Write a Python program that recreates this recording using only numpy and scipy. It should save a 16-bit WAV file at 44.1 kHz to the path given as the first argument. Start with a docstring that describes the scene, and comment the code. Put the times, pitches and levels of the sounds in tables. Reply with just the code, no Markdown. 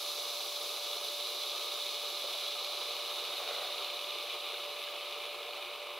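"""A glass electric kettle hisses on a kitchen counter as it comes near the boil. Steam bubbles collapse by the
thousand on the hot plate and ring the jug; as the water warms, the small bubbles give way to larger ones and
the hiss dulls. Underneath sit churning water, the steady whine of an appliance and a faint room rumble. Two big
bubbles knock, two small ones plip faintly later, and a hollow rush swells once midway."""
import sys
import numpy as np
from scipy import signal
from scipy.fft import rfft, irfft
from scipy.io import wavfile

SR = 44100
rng = np.random.default_rng(int(sys.argv[2]) if len(sys.argv) > 2 else 0)


def bounce(signal):
    """Save signal as a 16-bit WAV file at the path given by the first command-line argument."""
    frames = np.transpose(np.atleast_2d(signal))
    limited = np.clip(frames, -1, 1)
    pcm = np.round(limited * 32767).astype(np.int16)
    wavfile.write(sys.argv[1], SR, pcm)


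N = 264159
TIME_S = np.arange(N) / SR
BINS_HZ = np.fft.rfftfreq(N, 1 / SR)


def gain_of(db):
    """Decibels to amplitude."""
    return 10 ** (np.asarray(db) / 20)


def unit_rms(x):
    """Scales to an rms of 1."""
    return x / np.sqrt(np.mean(x ** 2) + 1e-20)


def levelled(pair, db):
    """Sets the level of the middle of a stereo pair."""
    return pair / np.std(pair.mean(0)) * gain_of(db)


def curve_at(table, hz, column=1):
    """One column of a spectrum table, interpolated on a log-frequency axis."""
    table = np.array(table)
    return np.interp(np.log(hz + 1), np.log(table[:, 0] + 1), table[:, column])


def wander(rate_hz):
    """Smooth random modulation of rms 1, rolling off above the given rate."""
    noise = rfft(rng.standard_normal(N))
    return unit_rms(irfft(noise * np.exp(-(BINS_HZ / rate_hz) ** 2), N))


def hump(crest_s, width_s):
    """A smooth rise to 1 and fall back to 0."""
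    return np.exp(-((TIME_S - crest_s) / width_s) ** 2)


def highpass(x, edge_hz):
    """The part of x above a steep edge."""
    return irfft(rfft(x) / (1 + (edge_hz / (BINS_HZ + 1)) ** 14), N)


def ring(x, colour_db):
    """Rings a pair through a causal body whose gain in dB is the function colour_db(Hz)."""
    hz = abs(np.fft.fftfreq(8192, 1 / SR))
    log_gain = np.log(gain_of(np.maximum(colour_db(hz), -100)))
    minimum_phase = np.exp(np.conj(signal.hilbert(log_gain)))
    response = np.fft.ifft(minimum_phase).real[:4096]
    return signal.oaconvolve(x, response[None], axes=1)[:, :N]


# Stereo image, tight in the lows and wide on top: f/Hz, likeness/0-1, left over right/dB, left lead/rad
STEREO_IMAGE = [(30, 0.925, -0.2, -0.01), (80, 0.954, -0.0, 0.01), (200, 0.845, -0.3, 0.03),
                (330, 0.948, -2.1, 0.32), (450, 0.974, -2.8, 0.34), (620, 0.98, -1.3, 0.35),
                (850, 0.965, 0.2, 0.23), (1200, 0.982, -0.0, 0.1), (1700, 0.962, -0.0, 0.01),
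                (2150, 0.974, 0.7, 0.01), (2600, 0.996, 0.0, 0.0), (3550, 0.99, -0.3, 0.02),
                (3850, 0.963, -2.4, 0.04), (4150, 0.904, -3.9, 0.13), (4800, 0.786, -0.4, 0.05),
                (5500, 0.73, -0.3, 0.16), (6400, 0.594, -1.4, 0.31), (7200, 0.535, -0.4, 0.24),
                (8200, 0.393, 2.0, 0.65), (9800, 0.377, -0.7, -0.13), (11300, 0.194, 1.5, -0.37),
                (12400, 0.249, -0.7, -2.9), (13300, 0.189, 2.3, 0.3), (15000, 0.148, -1.5, 1.26)]


def stereo(pair):
    """Spreads two unrelated signals over two microphones: the first is the middle, the second the width."""
    likeness, balance_db, lead = (curve_at(STEREO_IMAGE, BINS_HZ, column) for column in (1, 2, 3))
    mid, width = rfft(pair)
    side = np.sqrt((1 - likeness) / (1 + likeness)) * width
    lean = gain_of(balance_db / 2) * np.exp(.5j * lead * likeness)
    return irfft(np.array([(mid + side) * lean, (mid - side) / lean]), N)


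def pops(per_s, spread_db):
    """Clicks at random moments, a few much larger than the rest, each from its own place on the plate."""
    size = gain_of(spread_db * np.minimum(rng.exponential(1, N), 4))
    place = np.exp(2j * np.pi * rng.random(N))
    clicks = size * place * (rng.random(N) < per_s / SR)
    return unit_rms(np.array([clicks.real, clicks.imag]))


def echoes(x, t60_s):
    """Dense short reflections between the jug, the counter and the things around it."""
    t = np.arange(2048) / SR
    tail = rng.standard_normal((2, len(t))) * gain_of(-60 * t / t60_s)
    return unit_rms(signal.oaconvolve(x, tail, axes=1)[:, :N])


# Broad colour of a collapse heard through the jug: f/Hz, level/dB
JUG_COLOUR = [(1750, -22.5), (1950, -21.5), (2350, -8), (3200, -10.5), (3750, 1), (4600, -9.5),
              (6000, -22.5), (7200, -26), (8800, -30.5), (9600, -21), (11500, -22), (12400, -26),
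              (15700, -27.5)]
# Glass resonances, and notches where echoes cancel: f/Hz, half width/Hz, level/dB
GLASS_MODES = [(2030, 36, 2.6), (2287, 46, -2.6), (2402, 34, 0.5), (2743, 39, -8.3), (3032, 253, 5.7),
               (3111, 46, -6.6), (3429, 53, 4.4), (3865, 43, -3.5), (4110, 48, 3.3), (4224, 27, -8.9),
               (4481, 34, -7.6), (4666, 61, -4.1), (4921, 66, 3.1), (6011, 336, 5.3), (6552, 69, 3.8),
               (6757, 77, 2.7), (6932, 54, 3.7), (8008, 352, 4.3), (8651, 92, 4.6), (9966, 60, 5.0),
               (10109, 127, -2.6), (10428, 49, 3.0), (11164, 73, 3.9), (11403, 76, 5.1), (12586, 45, 3.9),
               (12935, 37, 3.8), (13864, 386, 6.6)]


def jug_db(hz):
    """The glassy tone of the jug: a broad colour with narrow peaks and notches."""
    modes_db = sum(db * np.exp(-((hz - f) / width) ** 2) for f, width, db in GLASS_MODES)
    return curve_at(JUG_COLOUR, hz) + modes_db


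def warming_db(turn_s, level_db, before_db_per_s, after_db_per_s, bend_s=0.35):
    """Fader ride for one bubble size as the water warms: one steady slope bends into another."""
    t = TIME_S - turn_s
    past_turn_s = bend_s * np.logaddexp(0, t / bend_s)
    return level_db + before_db_per_s * (t - past_turn_s) + after_db_per_s * past_turn_s


# Hiss bands, large bubbles to tiny; each dies away after the turn where its two slopes meet:
# lowest f/Hz, turn t/s, level/dB, slope before/(dB/s), slope after/(dB/s)
BUBBLE_BANDS = [(1770, 4.33, -46.5, 1.25, -1.4), (3093, 3.4, -41.5, 0.52, -4.5),
                (4416, 2.26, -51.5, -0.2, -3), (5330, 3.15, -56, -1.57, -4),
                (7320, 3.56, -53.5, -1.3, -3.1)]


def bubble_hiss(wet=0.2, flutter_db=0.23, sputter_db=0.5):
    """Collapses in uneven flurries ring the jug; lone pops stand out more as the boil nears."""
    tick_gain = np.interp(TIME_S, [0, 3.5, 4.5, 6], [.42, .45, .65, .68])
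    ticks = pops(per_s=800, spread_db=4.5)
    ticks -= 0.35 * highpass(ticks, edge_hz=3900)  # the strong pops are duller than the fizz
    fizz = pops(per_s=24000, spread_db=1.5)
    clicks = fizz + tick_gain * ticks
    clicks += wet * highpass(echoes(clicks, t60_s=0.034), edge_hz=9900)  # short waves scatter most
    hiss = stereo(ring(clicks, jug_db))
    above_edge = [highpass(hiss, edge_hz) for edge_hz, *_ in BUBBLE_BANDS] + [0]
    flurry_db = flutter_db * wander(rate_hz=24)
    out = np.zeros((2, N))
    for k, (_, *trend) in enumerate(BUBBLE_BANDS):
        band = above_edge[k] - above_edge[k + 1]  # the smaller the bubble, the higher it sounds
        out += levelled(band, warming_db(*trend) + flurry_db + sputter_db * wander(rate_hz=43))
    return out


# Midrange body of the churning water: f/Hz, level/dB
CHURN_COLOUR = [(200, -30.5), (275, -25), (335, -12.5), (360, -5.5), (400, -6.5), (462, -0.5), (540, -8.5),
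                (640, -6), (720, -2), (880, -7.5), (1000, -5), (1230, -0.6), (1450, -13), (1750, -18),
                (2200, -32)]


def water_churn(level_db=-48.5, lumps_db=0.5, lift_db=1.7):
    """Soft thuds of rising steam sound through the water and the air above it, a little louder midway."""
    thuds = ring(pops(per_s=5000, spread_db=1.8), lambda hz: curve_at(CHURN_COLOUR, hz))
    ride_db = level_db + lift_db * hump(crest_s=3.53, width_s=0.76)
    return levelled(stereo(thuds), ride_db + lumps_db * wander(rate_hz=18))


# Thin tones of the appliance: f/Hz, level/dB
WHINE_TONES = [(510.2, -70.5), (583.4, -51.5), (593.2, -62.5), (1199.6, -64), (1710.4, -71),
               (2044.0, -70.5), (2221.4, -60.5), (2399.3, -65)]


def appliance_whine(drift_hz=0.32, waver_db=0.94):
    """An appliance holds steady tones that waver a little in pitch and level."""
    tones = np.zeros(N)
    for hz, db in WHINE_TONES:
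        cycles = np.cumsum(hz + drift_hz * wander(rate_hz=5.6)) / SR + rng.random()
        amplitude = np.sqrt(2) * gain_of(db + waver_db * wander(rate_hz=12))
        tones += amplitude * np.sin(2 * np.pi * cycles)
    return stereo([tones, np.zeros(N)])  # a point source, so no width signal


# Low-end colour of the room tone: f/Hz, level/dB
RUMBLE_COLOUR = [(12, -37), (20, -1), (98, 4), (227, 8), (250, -8), (320, -41), (550, -120)]


def room_rumble(level_db=-92):
    """A faint bed of low noise."""
    rumble = ring(rng.standard_normal((2, N)), lambda hz: curve_at(RUMBLE_COLOUR, hz))
    return levelled(stereo(rumble), level_db)


# Cues for single bubbles under the water, two big knocks then two faint small plips: t/s, f/Hz, level/dB
KNOCK_CUES = [(2.242, 540, -21), (2.345, 610, -24), (4.543, 1480, -31), (4.876, 1670, -33)]


def bubble_knocks(rise_s=0.0037, t60_s=0.019):
    """Each bubble swings for a few cycles: a short pitched knock or plip."""
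    knocks = np.zeros(N)
    for start_s, hz, db in KNOCK_CUES:
        t = np.maximum(TIME_S - start_s, 0)
        envelope = (1 - np.exp(-t / rise_s)) * gain_of(db - 60 * t / t60_s)
        knocks += envelope * np.sin(2 * np.pi * hz * t)
    return stereo([knocks, np.zeros(N)])


# Hollow colour of the rush: f/Hz, level/dB
RUSH_COLOUR = [(80, -29), (200, -25), (400, -13), (530, 1.5), (750, 2), (900, -10), (1200, -9),
               (1430, -4.5), (1750, -14), (2050, -7), (2500, -28.5)]


def hollow_rush(crest_db=-46):
    """A soft hollow rush rises out of the churning and sinks back."""
    rush = ring(pops(per_s=1500, spread_db=3.5), lambda hz: curve_at(RUSH_COLOUR, hz))
    return levelled(stereo(rush), crest_db) * hump(crest_s=3.545, width_s=0.21)


def scene():
    """The kettle and the kitchen as a continuous bed, with the knocks and the rush as accents."""
    bed = bubble_hiss() + water_churn() + appliance_whine() + room_rumble()
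    return bed + bubble_knocks() + hollow_rush()


def record(dry, edge_hz=15780):
    """A steep low-pass trims the very top of the mix."""
    lowpass = signal.firwin(1023, edge_hz, window=("kaiser", 9), fs=SR)
    return signal.oaconvolve(dry, lowpass[None], "same")


dry = scene()
out = record(dry)
bounce(out)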